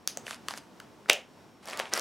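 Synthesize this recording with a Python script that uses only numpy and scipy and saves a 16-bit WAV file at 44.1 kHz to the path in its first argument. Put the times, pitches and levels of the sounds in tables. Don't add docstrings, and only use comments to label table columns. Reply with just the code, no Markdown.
import sys
import numpy as np
from scipy import signal
from scipy.fft import rfft, irfft, next_fast_len
from scipy.io import wavfile
from scipy.ndimage import map_coordinates

SR = 44100
rng = np.random.default_rng(int(sys.argv[2]) if len(sys.argv) > 2 else 0)


def how_loud(loudness_db):
    steps = np.asarray(loudness_db, float) / 20
    return 10 ** steps


def unload_wav(signal):
    wavfile.write(
        sys.argv[1],
        SR,
        np.round(np.clip(np.atleast_2d(signal).T, -1, 1) * 32767).astype(np.int16),
    )


N = 88508
SNAP_N = 1024


def unit(x):
    return x / np.sqrt(np.mean(x ** 2) + 1e-20)


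def peak_one(x):
    return x / np.abs(x).max()


def along(points, hz):
    point_hz, value = np.transpose(points)
    return np.interp(np.log(hz + 1), np.log(point_hz + 1), value)


def wobble(rate_hz):
    points = rng.standard_normal(int(N * rate_hz / SR) + 9)
    return map_coordinates(points, [np.arange(N) * rate_hz / SR])


def filtered(x, response):
    size = next_fast_len(x.shape[-1] + 8192)
    hz = np.fft.rfftfreq(size, 1 / SR)
    return irfft(rfft(x, size) * response(hz), size)[..., :x.shape[-1]]


# hz, level_db (per Hz)
HUM_COLOUR = [(20, -36), (70, -11), (250, -1.5), (500, -9), (900, -10), (1800, -19.5), (6000, -27.5),
              (16000, -41)]
# pitch_hz, level_db (rms)
APPLIANCE_TONES = [(5500, -76), (900, -73), (248, -81)]
# hz, likeness (0 to 1)
LEFT_RIGHT_LIKENESS = [(60, 0.53), (240, 0.81), (950, 0.81), (3770, 0.8), (15000, 1)]
HUM_DB = -55


def hum():
    def colour(hz):
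        angle = np.arccos(np.clip(along(LEFT_RIGHT_LIKENESS, hz), -1, 1)) / 2
        return how_loud(along(HUM_COLOUR, hz)) * np.array([np.cos(angle), np.sin(angle)])

    mid, side = filtered(rng.standard_normal((2, N)), colour)
    air = unit(np.array([mid + side, mid - side]))
    t = np.arange(N) / SR
    tones = np.zeros(N)
    for hz, db in APPLIANCE_TONES:
        level = how_loud(db + 1.2 * wobble(6.1))
        tones += level * np.sin(2 * np.pi * hz * t + 0.79 * wobble(30))
    return how_loud(HUM_DB + 1.5 * wobble(8.7)) * air + tones


def ring(t, hz, t60_s):
    swell = 1 - np.exp(-t * hz * 3)
    fade = how_loud(-60 * (t / t60_s) ** 1.866)
    return np.sin(2 * np.pi * hz * t) * fade * swell


def crack(pitch_hz):
    centre_hz, width_hz = pitch_hz * 0.99, pitch_hz * 2.15
    t = np.arange(SNAP_N) / SR
    noise = rng.standard_normal(SNAP_N) * how_loud(-60 * t / .0024)

    def around_pitch(hz):
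        spread = 1j * hz * width_hz
        return (spread / (centre_hz ** 2 - hz ** 2 + spread)) ** 2

    return peak_one(filtered(noise, around_pitch))


def snap(pitch_hz, cycles, crack_db, thud_db):
    t = np.arange(SNAP_N) / SR
    tone = ring(t, pitch_hz, cycles / pitch_hz)
    thud = ring(t, 620, .006)
    return peak_one(tone + how_loud(crack_db) * crack(pitch_hz) + how_loud(thud_db) * thud)


# start_s, level_db (peak), pitch_hz, thud_db
TICKS = [(.0752, -10, 6230, -35), (.0758, -18, 4930, -18), (0.1727, -21, 6246, -9), (0.5757, -31, 4800, -5),
         (1.0971, -16.5, 9800, -12), (1.1319, -15, 6500, -47), (1.6568, -34.5, 5400, -8),
         (1.67, -44, 5400, -5), (1.6753, -34.5, 9000, -6), (1.686, -32.5, 4700, 3),
         (1.6994, -33.5, 4500, -18), (1.7105, -31, 5470, -1), (1.774, -27.5, 7200, -8),
         (1.7934, -29.5, 5300, -10), (1.9367, -11, 5420, -16.5), (1.9565, -28.5, 8700, -1),
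         (1.9762, -21.5, 4960, -4), (1.9953, -18, 6240, -12), (2.0003, -16.5, 6430, -19)]
TICK_DB, TICK_CRACK_DB, TICK_CYCLES = 4.7, 0.5, 10.6


def ticks():
    return [(start_s, how_loud(db + TICK_DB) * snap(hz, TICK_CYCLES, TICK_CRACK_DB, thud_db))
            for start_s, db, hz, thud_db in TICKS]


# start_s, level_db (peak), top_hz
PEELS = [(.0753, -10.5, 11000), (.1729, -19.5, 8900), (0.2666, -25, 5000), (.3096, -22.5, 7000),
         (.4849, -10, 5410), (.5756, -23, 8000), (0.801, -25, 8000), (1.0981, -14, 10980),
         (1.1001, -5, 6890), (1.7744, -20, 13000), (1.7934, -16, 6040), (1.799, -15, 7000),
         (1.9954, -18, 12000)]
PEEL_LOW_HZ = 1100
TABLE_DELAY_S, TABLE_DB = 0.000639, -5


def peel(top_hz):
    def colour(hz):
        no_bass = 1j * hz / (PEEL_LOW_HZ + 1j * hz)
        soft_top = 1 / (1 + 1j * hz / top_hz) ** 2
        table = 1 + how_loud(TABLE_DB) * np.exp(-2j * np.pi * hz * TABLE_DELAY_S)
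        return no_bass * soft_top * table

    click = np.eye(1, SNAP_N)[0]
    return peak_one(filtered(click, colour))


def peels():
    return [(start_s, how_loud(db) * peel(top_hz)) for start_s, db, top_hz in PEELS]


# hz, t60_s (time to fade by 60 dB)
ROOM_RING = [(300, 0.28), (1000, 0.28), (3000, 0.24), (7000, 0.2), (14000, 0.18)]
# hz, level_db
ROOM_COLOUR = [(200, -5.5), (1000, -.5), (3000, -2.5), (8000, -3), (15000, -8)]
ROOM_DB, ROOM_WIDTH = -10.5, .1
HANDS_DB, WALL_S = -5.5, .0072


def walls():
    hz, t, noise = signal.stft(rng.standard_normal((2, SR // 3)), SR, nperseg=128)
    fade_db = 60 * t / along(ROOM_RING, hz)[:, None]
    gain = how_loud(along(ROOM_COLOUR, hz)[:, None] - fade_db)
    mid, side = signal.istft(noise * gain, SR, nperseg=128)[1]
    pair = np.array([mid + ROOM_WIDTH * side, mid - ROOM_WIDTH * side]) / np.linalg.norm(mid)
    before_walls = np.arange(len(mid)) < WALL_S * SR
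    return how_loud(ROOM_DB + HANDS_DB * before_walls) * pair


# start_s, level_db (fizz), brightness_db (per octave)
PRESSES = [
    [(.235, -75, 19), (.265, -49.5, 2.9), (.3, -46, 8), (.356, -52.5, 9), (.366, -63.5, 17), (.375, -89, 2)],
    [(.44, -76, 13), (.478, -62.5, 6), (.495, -44.5, 3), (.55, -52.5, 6), (.584, -43.5, 10),
     (.597, -73, 11), (.655, -66, 3)],
    [(1.08, -69, 4), (1.089, -33, -7.5), (1.097, -49, 0)],
    [(1.625, -60, 0), (1.68, -45.5, -2), (1.735, -40, -1), (1.775, -41.5, -8), (1.796, -29, 1.2),
     (1.815, -36, -5.5), (1.85, -47, -10), (1.9, -50.5, 0.5)],
    [(1.905, -50, -6), (1.93, -38, -15), (1.955, -33, -1), (1.985, -33, -0.5), (2.007, -32.5, -5)],
]
# hz, level_db (per Hz)
FOAM_COLOUR = [(80, -30.5), (200, -5.5), (650, -2), (1100, 0), (2200, -1.5), (5000, -7.5), (11000, -12.5),
               (16000, -36)]
GRAINS_PER_S, GRAIN_SPREAD_DB, GRAIN_CAP_DB = 900, 3, 9
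HISS_SHARE, CLUMP_DB = 0.51, 1.9


def pore_noise():
    chance, size, sign = rng.random((3, N))
    grain_db = np.minimum(-GRAIN_SPREAD_DB * np.log(size + 1e-9), GRAIN_CAP_DB)
    grains = (chance < GRAINS_PER_S / SR) * how_loud(grain_db) * np.sign(sign - .5)
    return np.sqrt(1 - HISS_SHARE) * unit(grains) + np.sqrt(HISS_SHARE) * rng.standard_normal(N)


def foam_tilt(x, db_per_octave):
    return unit(filtered(x, lambda hz: how_loud(along(FOAM_COLOUR, hz)
                                           + db_per_octave * np.log2(hz / 3000 + .01))))


def fizz():
    t, out = np.arange(N) / SR, np.zeros(N)
    for press in PRESSES:
        s, db, brightness = np.transpose(press)
        raw = pore_noise()
        dull, bright = foam_tilt(raw, -3), foam_tilt(raw, 3)
        mix = np.clip(np.interp(t, s, brightness) / 6 + .5, 0, 1)
        edge = np.clip(np.minimum(t - s[0], s[-1] + .004 - t) / .004, 0, 1)
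        level = how_loud(np.interp(t, s, db) + CLUMP_DB * wobble(60))
        out += edge * level * ((1 - mix) * dull + mix * bright)
    return out


# start_s, level_db (peak), pitch_hz, crack_db
POPS = [(0.2679, -26.5, 2630, -9), (.2802, -27, 1900, -5), (0.3094, -19.5, 1850, 8),
        (0.3298, -28, 2420, -5), (.345, -30.5, 2430, 8), (0.4855, -24, 1210, -5),
        (0.5087, -22.5, 1100, 3.5), (0.5385, -23.5, 1310, 6), (0.8021, -31, 1430, -0.5),
        (1.0595, -38.5, 1420, -15), (1.0966, -9, 2740, -1), (1.0987, 0, 2560, -9), (1.0992, -3.5, 2700, -1),
        (1.0998, -1, 3055, -0.5), (1.7326, -25, 2260, -12), (1.7988, -22, 600, 2),
        (1.799, -22.5, 2900, -17), (1.8558, -29.5, 2670, -27), (1.925, -41, 900, -22),
        (1.9518, -22, 1690, 2), (1.9675, -23, 2200, 1)]
POP_DB, POP_THUD_DB, POP_CYCLES = 1.2, -10.5, 5.05


def pops():
    return [(start_s, how_loud(db + POP_DB) * snap(hz, POP_CYCLES, crack_db, POP_THUD_DB))
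            for start_s, db, hz, crack_db in POPS]


LOW_CUT_HZ = 247
AIR_HZ = 12660
SIDE_DB, PORT_S = -27.5, .00012
FIZZ_ROOM_DB = -1.5


def microphone(hz):
    openings = 1 + how_loud(SIDE_DB) * np.array([[1], [-1]]) * np.exp(-2j * np.pi * hz * PORT_S)
    return openings * (1j * hz / (LOW_CUT_HZ + 1j * hz)) ** 2 / (1 + 1j * hz / AIR_HZ)


def scene():
    out = np.zeros((2, N + SR))
    pores = fizz()
    pieces = [(start_s, x, 0) for start_s, x in ticks() + peels() + pops()]
    pieces += [(k / SR, pores[k:k + 4096], FIZZ_ROOM_DB) for k in range(0, N, 4096)]
    for start_s, x, room_db in pieces:
        heard = how_loud(room_db) * signal.fftconvolve(x[None], walls(), axes=1)
        heard[:, :len(x)] += x
        start = round(start_s * SR)
        out[:, start:start + heard.shape[1]] += heard
    return filtered(out[:, :N], microphone) + hum()


def low_pass(x):
    return signal.sosfilt(signal.butter(12, 17130, fs=SR, output="sos"), x)


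def record(dry):
    rounded = dry / (1 + np.abs(dry / .97) ** 8) ** (1 / 8)
    mix = filtered(rounded, lambda hz: 1 / (1 + (hz / 16300) ** 60))
    return low_pass(mix)


dry = scene()
out = record(dry)
unload_wav(out)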